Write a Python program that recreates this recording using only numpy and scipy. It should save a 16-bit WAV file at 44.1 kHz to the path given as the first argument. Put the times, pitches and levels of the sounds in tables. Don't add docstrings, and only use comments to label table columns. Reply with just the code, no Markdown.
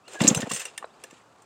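import sys
import numpy as np
from scipy import signal
from scipy.fft import rfft, irfft
from scipy.io import wavfile
from scipy.ndimage import uniform_filter1d

SR = 44100
rng = np.random.default_rng(int(sys.argv[2]) if len(sys.argv) > 2 else 0)


def attenuation_scalar(level_db):
    decades = np.asarray(level_db, float) / 20
    return 10 ** decades


def pcm_store(signal):
    levels = np.round(np.clip(np.atleast_2d(signal), -1, 1) * 32767)
    wavfile.write(sys.argv[1], SR, levels.astype(np.int16).T)


N = 63945
T = np.arange(N) / SR

# [f/Hz, level/dB]
AIR_COLOUR = [(41, -36.5), (70, 2), (1240, -2.5), (2300, -23), (4770, -20), (8060, -25), (9460, -29.5),
              (15300, -39.5), (16400, -39.5)]
# [t/s, level/dB, share of dull body/dB]
ROPE_PULL = [(0, -73, -10), (0.047, -70.5, -8), (.09, -56, -1.5), (0.153, -46.5, 12), (0.187, -56.5, 6),
             (0.212, -33.5, 4.5), (0.26, -31, -4), (0.319, -42.5, 8), (.40, -47.5, 12), (0.449, -54, 9.5),
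             (0.474, -53, 16.5), (.50, -53.5, -5.5), (.60, -41.5, -18.5), (.68, -52, -2),
             (0.729, -61.5, 4.5), (0.951, -69.5, 8.5), (1.016, -62, 11.5), (1.089, -60.5, -0.5),
             (1.16, -58, -9), (1.24, -70, 6)]
# [f/Hz, level/dB]
RASP_COLOUR = [(210, -31), (350, -13), (1030, -17), (2190, -16.5), (2450, -13), (5570, -25), (7550, -17.5),
               (12800, -46.5), (16400, -67)]
# [t/s, length/s, from f/Hz, to f/Hz, level/dB]
BIRD_CHIRPS = [(.036, .068, 2550, 3150, -59.5), (.150, .05, 1670, 1645, -40), (.757, .022, 2650, 2950, -59),
               (.797, .016, 2800, 2950, -58), (.755, .015, 4300, 5200, -67), (.81, .02, 3500, 4400, -68),
               (.855, .012, 4700, 5200, -64), (.90, .02, 3300, 3900, -65), (.93, .03, 4300, 5100, -67),
               (1.066, .01, 4150, 4200, -60), (.72, .03, 2900, 3900, -68), (.88, .02, 2500, 2900, -67),
               (.965, .025, 3600, 4400, -69)]
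# [t/s, peak level/dB, f/Hz, t60/s]
TOOTH_TICKS = [(0.078, -41.5, 4200, 0.011), (0.093, -49, 4100, .015), (0.116, -49, 5300, .01),
               (0.1907, -38, 7100, 0.016), (0.197, -34, 2700, 0.016), (0.2035, -25.5, 3600, 0.014),
               (0.2367, -24, 4050, .012), (0.2695, -22, 4100, 0.011), (.2700, -23, 2600, 0.0074),
               (.3005, -30.5, 4100, .012), (.3480, -29, 8900, .014), (0.356, -28.5, 4000, 0.0087),
               (0.218, -20.5, 7540, .014), (0.374, -40, 3150, 0.017), (.6000, -46, 13300, .04),
               (0.359, -23, 7300, 0.019), (0.408, -30.5, 6900, 0.027), (0.42, -31, 3200, 0.0047),
               (0.4158, -33, 8800, .012), (0.4225, -35, 7300, 0.026), (0.43, -29, 1800, 0.0083),
               (.5100, -30, 1050, 0.012), (0.514, -27, 8700, 0.017), (0.5167, -32.5, 2806, 0.041),
               (0.5345, -34, 8700, 0.017), (.5450, -24.5, 6300, 0.015), (0.56, -27, 8700, 0.013),
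               (0.57, -41, 8500, 0.011), (0.5952, -34, 8700, 0.012), (0.5977, -31, 2700, 0.027),
               (0.652, -29, 8800, .016), (.6545, -40, 6300, 0.0126), (0.68, -42, 2750, 0.023),
               (0.777, -27.5, 8800, 0.0085), (0.7775, -36, 2900, 0.006), (0.784, -40.5, 1774, 0.046),
               (.8275, -51.5, 8000, .008), (0.8432, -46, 3950, 0.03), (0.853, -53.5, 8200, 0.0082),
               (1.2030, -53, 1970, 0.0098), (1.0379, -37, 2740, 0.014), (1.039, -40.5, 1700, 0.025),
               (1.0400, -42.5, 520, 0.072)]
# [t/s, peak level/dB, t60/s, brightness/dB]
PAWL_CLACKS = [(0.0796, -36, 0.19, -1), (0.1184, -40, 0.028, 2), (0.1324, -38.5, 0.24, 5),
               (0.203, -22, 0.058, -9.5), (0.2147, -14.5, 0.023, -2), (0.2379, -16, 0.02, 2.5),
               (0.269, -13.5, 0.055, -4.5), (0.3003, -16, 0.021, -8.5), (0.3461, -10, 0.03, 0),
               (.3530, -22, 0.015, 6), (0.372, -24.5, 0.059, 0), (0.3737, -32, 0.073, 6),
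               (0.4032, -20.5, 0.046, -1.5), (0.408, -28.5, 0.022, 3.5), (0.469, -45, 0.091, 5),
               (0.417, -23.5, 0.091, -9.5), (0.492, -30, 0.075, -3), (0.496, -23, 0.21, -2),
               (0.5137, -13, 0.073, -3.5), (0.5337, -20, 0.22, 2.5), (0.561, -18.5, 0.099, -4),
               (0.5946, -23, 0.16, 0.5), (.6530, -19, 0.051, -3), (0.683, -47, 0.039, -18),
               (0.7771, -14.5, 0.027, -2), (1.0373, -24, 0.033, -0.5), (1.108, -35, 0.024, -2.5),
               (1.4196, -45, 0.07, 0.5)]
# [f/Hz, level/dB]
CRACK_COLOUR = [(180, -28.5), (300, -4.5), (2090, -5.5), (2780, -6), (4740, -8.5), (8660, 0.5),
                (10600, -18), (13400, -19.5), (16400, -20)]
# [f/Hz, t60/s, level/dB]
HOUSING_MODES = [(520, .04, -5), (1776, .05, -5), (2750, .04, -4), (3600, .025, -5), (5135, .055, -11),
                 (5500, .03, -10), (5873, .05, -10), (6310, .05, -3), (7250, .05, -1), (8590, .022, -3),
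                 (10070, .045, -14), (12200, .03, -19), (13400, .028, -20), (15100, .025, -20)]
# [t/s, peak level/dB, f/Hz]
DULL_KNOCKS = [
    (0.081, -39, 850),
    (0.2049, -16.5, 1235),
    (.376, -25, 888),
    (0.426, -26, 886),
    (0.5099, -25.5, 950),
    (0.826, -27, 982),
    (0.8426, -26, 857),
    (1.1258, -50, 301),
    (1.041, -47, 547),
]
# [f ratio, level/dB]
PLASTIC_MODES = [(.55, -1), (.8, 0), (1.15, 1), (1.6, 0), (2.8, -15), (4.1, -19)]
# [t/s, level/dB, f/Hz]
PISTON_PUFFS = [(0.2156, -9, 184), (0.229, -16, 267), (0.249, -8.5, 250), (0.259, -16, 250),
                (0.2795, -12, 216), (0.29, -15, 265), (0.3142, -10, 205), (0.328, -18.5, 233),
                (0.362, -26.5, 193), (.374, -15.5, 144), (0.397, -22.5, 211), (.432, -20.5, 240),
                (.441, -24, 157), (0.477, -29, 250), (0.516, -26.5, 220), (0.533, -29.5, 167),
                (0.548, -36.5, 176)]
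# [f/Hz, level/dB]
SHRIEK_MODES = [(3500, -24), (5050, -18), (5450, -11), (5950, -10), (6570, 0), (6770, -5), (7380, 1),
                (7650, -5), (8400, -14)]
# [t/s, hold/s, level/dB, f/Hz]
BRIEF_SQUEAK = (.361, .013, -26, 6220)


def level(x, db):
    return x * attenuation_scalar(db) / np.sqrt(np.mean(x ** 2))


def butter(x, order, hz, kind="low"):
    return signal.lfilter(*signal.butter(order, hz, kind, fs=SR), x)


def colour(x, points):
    hz, db = np.array(points).T
    f = np.maximum(np.arange(1025) * SR / 2048, 1)
    curve_db = np.interp(np.log(f), np.log(hz), db) - 12 * np.maximum(np.log2(hz[0] / f), 0)
    cepstrum = irfft(curve_db * np.log(10) / 20)
    cepstrum[1:1024] *= 2
    cepstrum[1025:] = 0
    return signal.fftconvolve(x, irfft(np.exp(rfft(cepstrum))))[:N]


def ring(x, hz, t60):
    r = np.exp(-np.log(1000) / (t60 * SR))
    return signal.lfilter([1 - r, 0, r - 1], [1, -2 * r * np.cos(2 * np.pi * hz / SR), r * r], x)


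def fall(start, t60, hold=0., rise=1 / 2000):
    u = T - start
    return np.clip(u / rise, 0, 1) * attenuation_scalar(-60 * np.clip(u - hold, 0, 3 * t60) / t60)


def grains(per_s, spread_db):
    hit, sign, size = rng.random((3, N))
    size = np.minimum(-np.log(size + 1e-9), 3)
    return level((hit < per_s / SR) * np.sign(sign - .5) * attenuation_scalar(spread_db * size), 0)


def walk(rate):
    k = int(SR / rate)
    steps = np.repeat(rng.standard_normal(N // k + 1), k)
    return 1.2 * uniform_filter1d(uniform_filter1d(steps, k), k)[:N]


def air():
    a, b = (colour(rng.standard_normal(N), AIR_COLOUR) for _ in range(2))
    bass = butter(a, 2, 1500) * attenuation_scalar(0.5 * walk(15))
    treble = (b - butter(b, 2, 1500)) * attenuation_scalar(2.0 * walk(2.5))
    return level(bass + treble, -58.5)


def rope():
    s, db, body_db = np.array(ROPE_PULL).T
    rasp = level(colour(grains(per_s=5400, spread_db=3), RASP_COLOUR), 0.89)
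    body = butter(rasp, 2, [280, 900], "band") * attenuation_scalar(np.interp(T, s, body_db) + 6.6 * walk(60))
    edge = butter(rasp, 2, 900, "high") * attenuation_scalar(2.2 * walk(120))
    return (body - edge) * attenuation_scalar(np.interp(T, s, db))


def whistles():
    out = 0
    for s, length, from_hz, to_hz, db in BIRD_CHIRPS:
        u = np.clip((T - s) / length, 0, 1)
        turns = length * (from_hz * u + (to_hz - from_hz) * u * u / 2) + .05 * walk(300)
        swell = attenuation_scalar(db + 2 * walk(250)) * np.sin(np.pi * u) ** .4
        out = out + swell * np.sin(2 * np.pi * turns)
    return out


def ticks():
    push_s = 0.0033
    rough, out = rng.standard_normal(N), 0
    for s, db, hz, t60 in TOOTH_TICKS:
        contact = rough * fall(s, 2 * push_s, push_s)
        tick = ring(ring(contact, hz, max(t60, .004)), hz, 3.2 / hz)
        out = out + attenuation_scalar(db) * tick / np.max(np.abs(tick))
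    return out


def pawls():
    snap_rise_s, snap_hold_s, snap_t60_s = .0012, .004, 0.0087
    clack_db, crack_db, housing_db = -15, -1.5, -3.5
    grit = grains(per_s=11000, spread_db=3.5)
    low, high = butter(grit, 3, 4500), butter(grit, 3, 4500, "high")

    def clacks(shape):
        out = 0
        for s, db, t60, bright in PAWL_CLACKS:
            out = out + attenuation_scalar(db) * shape(s, t60) * (attenuation_scalar(-bright) * low + attenuation_scalar(bright) * high)
        return out

    rattle = clacks(lambda s, t60: fall(s, max(t60, .01), 0, snap_rise_s)) * attenuation_scalar(1.5 * walk(200))
    snap = clacks(lambda s, t60: attenuation_scalar(-4) * fall(s, snap_t60_s, snap_hold_s, snap_rise_s))
    touch = [attenuation_scalar(2.5 * walk(30)) for _ in HOUSING_MODES]
    flutter = [attenuation_scalar(1.8 * walk(250)) for _ in HOUSING_MODES]

    def crack(x):
        return butter(colour(x, CRACK_COLOUR), 2, 450, "high")

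    def metal(x):
        out = 0
        for k, (hz, t60, db) in enumerate(HOUSING_MODES):
            out = out + (-1) ** k * attenuation_scalar(db) * np.sqrt(t60) * ring(x * touch[k], hz, t60) * flutter[k]
        return out

    cracking = attenuation_scalar(crack_db + clack_db) / np.std(crack(grit)) * crack(snap + rattle)
    ringing = attenuation_scalar(housing_db + clack_db) / np.std(metal(grit)) * metal(snap + attenuation_scalar(3) * rattle)
    return cracking + ringing


def knocks():
    noise, out = rng.standard_normal(N), 0
    for s, db, hz in DULL_KNOCKS:
        def blow(late):
            return 2.5 * np.exp(-((T - s - late) * hz * 7.5 - 1.5) ** 2)

        twice = .7 * blow(0) + 1.4 * blow(1.05 / hz)
        rough = level(butter(noise, 2, [hz / 2, 2 * hz], "band"), 0) * fall(s, .035, .002)
        push = butter(twice, 2, hz / 3, "high") + 0.41 * rough
        plastic = sum(attenuation_scalar(d) * ring(push, hz * r, 0.014 / np.sqrt(r)) for r, d in PLASTIC_MODES)
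        out = out + attenuation_scalar(db - 2.0) * plastic
    return out


def piston():
    cycles, tilt = 0.76, 0.033
    gas = level(ring(rng.standard_normal(N), 510, 0.012), -18)
    out = 0
    for s, db, hz in PISTON_PUFFS:
        u = (T - s) * hz
        pulse = np.exp(-(u / cycles) ** 2) * -np.cos(2 * np.pi * (u - tilt))
        out = out + attenuation_scalar(db - 3) * (pulse + gas * np.exp(-(u / 2.8) ** 2))
    return out + attenuation_scalar(-8.5) * ring(out, hz=250, t60=0.031)


def shriek():
    start_s, hold_s, shriek_db, fall_s = .2771, .011, -10.5, .028
    song = 0
    for (hz, db), phase in zip(SHRIEK_MODES, rng.random(len(SHRIEK_MODES))):
        turns = hz * T + phase + .17 * walk(450)
        song = song + attenuation_scalar(db + 2.5 * walk(500)) * np.sin(2 * np.pi * turns)
    chatter = grains(per_s=12000, spread_db=0.64)
    rasp = level(ring(ring(chatter, 6900, 0.0009), 6900, 0.0009), shriek_db - 7.5)
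    rasp = rasp + attenuation_scalar(-33) * ring(chatter, 9100, 0.00036)
    env = fall(start_s, fall_s, hold_s) + .3 * fall(start_s, .04)

    s, hold, db, hz = BRIEF_SQUEAK
    squeak = 0
    for ratio, d in [(1, 0), (1.18, -6), (1.37, -9)]:
        turns = hz * ratio * T
        squeak = squeak + attenuation_scalar(db + d + 2 * walk(300)) * np.sin(2 * np.pi * turns + 2 * np.pi * .1 * walk(300))
    return env * (level(song, shriek_db - 4.0) + rasp) + fall(s, .035, hold, .012) * squeak


def scattered(saw):
    tail = (rng.standard_normal(N) * fall(0.0081, t60=0.13, rise=.004))[:SR // 2]
    bright = butter(saw, 1, 500, "high")
    return attenuation_scalar(-20) * signal.fftconvolve(bright, tail / np.sqrt(np.sum(tail ** 2)))[:N]


def scene():
    saw = rope() + ticks() + pawls() + knocks() + piston() + shriek()
    return (air() + whistles() + saw + scattered(saw))[None]


def low_pass(x):
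    return signal.sosfilt(signal.butter(12, 16500, fs=SR, output="sos"), x)


def record(dry):
    low_cut = signal.butter(2, 85, "high", fs=SR, output="sos")
    top_cut = signal.ellip(8, .2, 70, 15800, fs=SR, output="sos")
    mix = signal.sosfilt(top_cut, signal.sosfilt(low_cut, dry))
    return low_pass(mix)


dry = scene()
out = record(dry)
pcm_store(out)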